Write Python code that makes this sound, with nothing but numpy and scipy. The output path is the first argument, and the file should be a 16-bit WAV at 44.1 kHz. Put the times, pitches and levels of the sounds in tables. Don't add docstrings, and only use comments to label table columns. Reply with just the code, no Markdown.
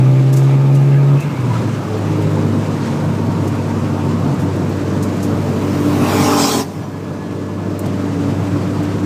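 import sys
import numpy as np
from scipy import signal
from scipy.fft import rfft, irfft
from scipy.io import wavfile
from scipy.ndimage import uniform_filter1d, minimum_filter1d

SR = 44100
rng = np.random.default_rng(int(sys.argv[2]) if len(sys.argv) > 2 else 0)


def master(y):
    cut = np.clip(np.atleast_2d(y).T, -1, 1)
    pcm = np.round(cut * 32767)
    wavfile.write(sys.argv[1], SR, pcm.astype(np.int16))


N = 399105
T = np.arange(N) / SR

# (frequency [Hz], relative level [dB])
ROAD_SPECTRUM = [(25, -46), (60, -12.5), (80, -27), (105, -5), (135, -0.5), (165, 5), (200, -4.5),
                 (280, -2), (400, -9), (620, -13), (780, -17), (1100, -17), (1600, -26.5), (3000, -53)]
# (start [s], end [s], rise of the tyre hum [dB])
COARSE_ASPHALT = [(2.343, 4.35, 9.5), (5.1, 6.3, 7)]
# (frequency [Hz], relative level [dB])
WIND_SPECTRUM = [(400, -19), (1000, -1.5), (1700, 1.5), (2500, -0.5), (3600, -5), (5200, -7), (7800, -10),
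                 (9800, -19.5), (12500, -21), (15000, -39)]
# (time [s], half length [s], level change [dB])
WIND_GUSTS = [(.35, 0.43, 4), (1.57, 0.054, 3), (2.87, 0.094, 3.5), (7.62, 0.13, -1), (7.88, 0.11, 1.5)]
# (start [s], end [s], first pitch [Hz], last pitch [Hz], width [Hz], level [dB])
STRAY_TONES = [(0, .35, 11900, 11750, 120, -57), (0.486, .55, 2200, 2210, 18, -35),
               (.5, 1.08, 11700, 11250, 120, -58), (1.16, 1.25, 2593, 2620, 120, -35),
               (1.24, 1.722, 1008, 940, 56, -36.5), (1.505, 1.555, 980, 982, 25, -27),
               (1.545, 1.578, 1290, 1320, 90, -28), (1.833, 1.978, 436, 431, 10.8, -24.5),
               (2.358, 2.4, 900, 860, 110, -29), (2.304, 4.697, 940, 900, 50, -36.5),
               (6.299, 7.8, 1660, 1728, 13, -40.3)]
# (frequency [Hz], relative level [dB])
TRIM_SPECTRUM = [(1500, -15), (4000, -2), (7000, 5), (10000, -2), (14000, -4), (15500, -13.5)]
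# (time [s], level [dB], rise [s], time to fade by 60 dB [s])
TRIM_RATTLES = [(.326, -23.5, 0.0057, 0.11), (.36, -27.5, 0.012, .17), (.427, -42, .006, .15),
                (.741, -30.5, .007, .12), (1.197, -35, 0.0085, 0.18), (3.47, -38, .008, .12),
                (3.551, -43, .003, .08), (4.39, -41, .015, 0.16), (4.558, -40, .003, 0.075),
                (4.692, -38, .003, .06), (5.023, -33, .007, 0.15), (5.162, -43, .008, 0.096),
                (5.223, -30.5, 0.009, 0.13), (7.791, -22, .002, 0.04), (7.858, -32, 0.0032, .05),
                (8.828, -41, 0.0038, 0.11)]

# (multiple of its cycle rate [x], relative level [dB])
INTAKE_TONES = [(3, -9.5), (5, -5.5), (6, -2), (7, -24)]
EXHAUST_TONES = [(4, -2), (8, 3.5), (9, 3.5), (11, -9), (12, 0.5), (13, -19), (16, 1), (17, 1), (21, 0),
                 (22, -19), (25, -10)]
AWAY_TONES = [(4, -15), (5, -2.5), (8, 4), (10, -9.5), (12, -19), (13, -21)]
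# (frequency [Hz], relative level [dB])
ROAR_SPECTRUM = [(130, -36), (200, -6), (290, 3.5), (440, -3.5), (700, -25), (1600, -19), (2400, -20),
                 (3400, -41), (6000, -47)]
RASP_SPECTRUM = [(50, -31), (150, -7), (450, -21), (660, 3.5), (810, -3.5), (920, -2), (1080, 1),
                 (1400, -4), (1750, -11.5), (2400, -8.5), (4000, -18), (9000, -23.5)]
RUSH_SPECTRUM = [(800, -15), (2400, -17), (3300, -2), (4200, -3), (5300, 4), (6800, -1), (8500, -5),
                 (10000, -15.5), (12500, -12), (15000, -14)]
# (time [s], half length [s], level change [dB])
DRONE_DIPS = [(8.38, .07, -7.5), (8.79, .03, -7), (8.92, .03, -9)]

# (multiple of the crank's turning rate [x], level in 0 [dB], level in 1 [dB], level in 2 [dB])
ENGINE_OVERTONES = [(3, -34.5, -26.5, -41), (4, -27, -42, -27), (5, -26.5, -42, -45),
                    (6, -30.5, -25.5, -26.5), (7, -35.5, -35.5, -32), (8, -36.5, -31.5, -34.5),
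                    (9, -37, -36, -33), (10, -43, -33.5, -38), (11, -40.5, -38, -56),
                    (12, -38.5, -48, -41.5), (13, -42.5, -42, -44), (18, -42, -47, -47)]
# (frequency [Hz], relative level [dB])
CLATTER_SPECTRUM = [(700, -36), (860, 7), (1030, -9), (1220, 4), (1450, -8), (1650, -1.5), (1900, -13),
                    (2200, -2.5), (2750, -8.5), (3200, -16), (3700, -11), (5000, -28.5)]
# (frequency [Hz], width [Hz], boost [dB])
CABIN_RESONANCES = [(133.5, 34.4, 14.5), (430, 37, 3), (593, 29, 7.5)]
# (time [s], firing rate [Hz])
HIGH_GEAR_SPEED = [(2.0, 101.4), (2.85, 101.6), (4.16, 97.76), (4.5, 97.35), (8.8, 99.42)]
# (start [s], time taken [s], boom [dB], overtone gain [dB], clatter [dB], overtone pattern [0 to 2])
PEDAL_MOVES = [(-.1, .1, -18.5, 3, -33, 0), (.45, .55, -18.5, 0.5, -34, 0),
               (1.15, .08, -24.5, -12.5, -35, 0), (1.35, 0.49, -26, -15, -45, 0.83),
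               (1.9, 0.19, -23.5, 0, -39.5, 1), (2.4, 0.25, -25, -7, -56, 1.25),
               (4.55, 0.36, -26, -.5, -54, 2), (7.9, 0.48, -26.5, -7, -48, 1.85)]
# (time [s], half length [s], level change [dB])
ENGINE_DIPS = [(1.216, 0.012, -15), (1.365, 0.065, -6.5), (1.85, .03, -10), (2.88, 0.19, -6),
               (4.34, 0.046, -6)]

SWELL_S, SWELL_HALF_S = 6.87, 0.61
CLUTCH_S, FLARE_S = 1.17, .08


def amp(db):
    return 10 ** (np.asarray(db) / 20)


def unit(x):
    return x / np.sqrt(np.mean(x ** 2) + 1e-20)


def ramp(start, length):
    return np.clip((T - start) / length, 0, 1)


def swells(rows):
    return sum(db * np.exp(-((T - s) / half) ** 2) for s, half, db in rows)


def drift(rate_hz):
    hz = np.fft.rfftfreq(4096, N / SR / 4096)
    slow = irfft(rfft(rng.standard_normal(4096)) / (1 + (hz / rate_hz) ** 4))
    return np.interp(T, np.linspace(0, T[-1], 4096), unit(slow))


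def noise(spectrum, patchy_db):
    real, imag, patches = rng.standard_normal((3, N // 512 + 5, 1025))
    patches = unit(uniform_filter1d(uniform_filter1d(patches, size=5, axis=0), size=14, axis=1))
    hz, db = np.transpose(spectrum)
    colour = amp(np.interp(np.log(np.fft.rfftfreq(2048, 1 / SR) + 1), np.log(hz), db))
    frames = (real + 1j * imag) * colour * amp(patchy_db * patches)
    return unit(signal.istft(frames.T, nperseg=2048, noverlap=1536)[1][:N])


def tone(hz, rough, width_hz):
    angle = 2 * np.pi * (np.cumsum(hz) / SR + rng.random())
    wave = (np.sqrt(2) + rough * drift(width_hz)) * np.cos(angle)
    wave += rough * drift(width_hz) * np.sin(angle)
    return wave / np.sqrt(1 + rough ** 2)


def tone_stack(hz, multiples, rough, width_hz):
    return unit(sum(amp(db) * tone(k * hz, rough, width_hz) for k, db in multiples))


def road():
    edge_s = 0.033
    coarse_db = sum(db * (ramp(start, edge_s) - ramp(end, edge_s)) for start, end, db in COARSE_ASPHALT)
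    level_db = -20.3 + 0.097 * coarse_db + swells([(SWELL_S, SWELL_HALF_S, 3)])
    rumble = noise(ROAD_SPECTRUM, patchy_db=1.5) * amp(.5 * drift(15))
    cabin_boom = amp(-11.5) * tone(hz=np.full(N, 134.5), rough=1.25, width_hz=2.4)
    tyre_hum = tone(hz=np.full(N, 230), rough=0.31, width_hz=7.5)
    return amp(level_db) * (rumble + cabin_boom) + amp(-33 + coarse_db) * tyre_hum


def wind():
    level_db = -38 + swells(WIND_GUSTS) + swells([(SWELL_S, SWELL_HALF_S, 2.5)])
    return noise(WIND_SPECTRUM, patchy_db=1.0) * amp(level_db + 0.8 * drift(27))


def whistles_and_knocks():
    out = np.zeros(N)
    for start, end, first_hz, last_hz, width_hz, db in STRAY_TONES:
        progress = ramp(start, end - start)
        swell = np.sqrt(abs(np.sin(np.pi * progress)))
        hz = first_hz + (last_hz - first_hz) * progress
        out += amp(db) * swell * tone(hz, rough=width_hz / 20, width_hz=width_hz)
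    return out


def trim_ticks(per_s=7, fade_s=.04):
    knocks = (rng.random(N) < per_s / SR) * amp(3 * np.minimum(rng.exponential(1, N), 2))
    fading = signal.lfilter([1], [1, -amp(-60 / (fade_s * SR))], knocks)
    return amp(-49) * fading * noise(TRIM_SPECTRUM, patchy_db=5)


def trim_rattles(snap_rise_s=0.0017):
    rustle = noise(TRIM_SPECTRUM, patchy_db=0.0)
    chatter = rustle * unit(amp(1.6 * drift(250)))
    snap = unit(np.diff(np.diff(rustle, prepend=0), prepend=0))
    out = np.zeros(N)
    for s, db, rise_s, fade_s in TRIM_RATTLES:
        hardness = min(snap_rise_s / rise_s, 1) ** 2
        burst = ramp(s, rise_s) * amp(db - 60 * np.maximum(T - s - rise_s, 0) / fade_s)
        out += burst * ((1 - hardness) * chatter + hardness * snap)
    return out


def going_by(half_s, peak_db, steepness, nearest_s=6.5):
    return amp(peak_db) / np.hypot(1, (T - nearest_s) / half_s) ** steepness


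def doppler(nearest_s, hz, climb_hz_per_s=.9, drop_share=0.0998, drop_s=0.0896):
    gone = (1 + np.tanh((T - nearest_s) / (2 * drop_s))) / 2
    return (hz + climb_hz_per_s * (T - nearest_s)) * (1 - drop_share * gone)


def v8_passing(lift_s=6.612, lift_db_per_s=289, lift_db=13.5):
    nose_hz = doppler(nearest_s=6.45, hz=49.38)
    tail_hz = doppler(nearest_s=6.61, hz=50.3)
    exhaust_pulses = 1 + .35 * np.cos(2 * np.pi * np.cumsum(4 * tail_hz) / SR)
    intake = tone_stack(nose_hz, INTAKE_TONES, rough=0.2, width_hz=13.0)
    intake *= going_by(half_s=0.19, peak_db=-8.5, steepness=1.16)
    roar = noise(ROAR_SPECTRUM, patchy_db=4.0) * going_by(half_s=.3, peak_db=-19.5, steepness=1.3)
    exhaust = tone_stack(tail_hz, EXHAUST_TONES, rough=0.62, width_hz=53.0)
    exhaust *= going_by(half_s=0.39, peak_db=-9, steepness=4.5)
    rasp = noise(RASP_SPECTRUM, patchy_db=3.0) * going_by(half_s=0.33, peak_db=-13, steepness=2.5)
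    rush = noise(RUSH_SPECTRUM, patchy_db=4.0) * going_by(half_s=0.1029, peak_db=-8.5, steepness=2)
    shade = amp(-1.5 * (1 - ramp(6.01, 0.039)))
    lift_off = amp(-np.clip(lift_db_per_s * (T - lift_s), 0, lift_db))
    return (intake + roar + shade * (exhaust + exhaust_pulses * rasp + rush)) * lift_off


def v8_pulling_away(start_s=7.72, climb_hz_per_s=1.65):
    cycle_hz = 34.7 + climb_hz_per_s * (T - start_s)
    gain = ramp(start_s, .14) * amp(-21 + swells(DRONE_DIPS))
    return gain * tone_stack(cycle_hz, AWAY_TONES, rough=0.37, width_hz=8.4)


def cabin_gain(hz):
    return amp(sum(db / (1 + (2 * (hz - ring) / width) ** 2) for ring, width, db in CABIN_RESONANCES))


def pedal():
    settings = np.outer(PEDAL_MOVES[0][2:], np.ones(N))
    for start, length, *goal in PEDAL_MOVES[1:]:
        settings += (np.array(goal)[:, None] - settings) * ramp(start, length)
    return settings


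def firing_rate(start_hz=129.48, top_hz=144.1, climb_s=.85, flare_hz=9, sink_s=.23):
    low_gear = top_hz + (start_hz - top_hz) * np.exp(-T / climb_s) + flare_hz * ramp(CLUTCH_S, FLARE_S)
    high_gear = np.interp(T, *np.transpose(HIGH_GEAR_SPEED))
    since_change_s = np.maximum(T - CLUTCH_S - FLARE_S, 0)
    return high_gear + (low_gear - high_gear) * np.exp(-since_change_s / sink_s)


def engine():
    firing_hz = firing_rate()
    crank_hz = firing_hz / 2
    boom_db, overtones_db, clatter_db, pattern = pedal()
    changing_gear = ramp(CLUTCH_S, FLARE_S) - ramp(CLUTCH_S + .7, FLARE_S)
    boom = tone(firing_hz, rough=.042 + 0.26 * changing_gear, width_hz=30)
    out = amp(boom_db + swells(ENGINE_DIPS)) * cabin_gain(firing_hz) * boom
    for k, *pattern_dbs in ENGINE_OVERTONES:
        level_db = overtones_db + np.interp(pattern, np.arange(3), pattern_dbs)
        overtone = tone(k * crank_hz, rough=0.07 * k, width_hz=19)
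        out += amp(level_db) * cabin_gain(k * crank_hz) * overtone
    crank_angle = 2 * np.pi * np.cumsum(crank_hz) / SR
    pulsing = 1 + 0.22 * np.cos(2 * crank_angle) + 0.17 * np.cos(crank_angle)
    return out + amp(clatter_db) * pulsing * noise(CLATTER_SPECTRUM, patchy_db=3.0)


def scene():
    mix = engine() + road() + wind() + whistles_and_knocks() + v8_passing() + v8_pulling_away()
    return (mix + trim_rattles() + trim_ticks())[None]


def record(dry, ceiling_db=-3.0, recovery_db_per_s=6.5, top_hz=15300):
    peak_db = 20 * np.log10(abs(dry[0]) + 1e-9)
    recovery_db = T * recovery_db_per_s
    held_peak_db = np.maximum.accumulate(peak_db + recovery_db) - recovery_db
    over_db = np.maximum(held_peak_db - ceiling_db, 0)
    gain_db = uniform_filter1d(minimum_filter1d(-over_db, size=100), size=100)
    treble_cut = signal.firwin(1023, top_hz, window=("kaiser", 9), fs=SR)
    return signal.oaconvolve(dry * amp(gain_db), treble_cut[None], "same")


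dry = scene()
out = record(dry)
master(out)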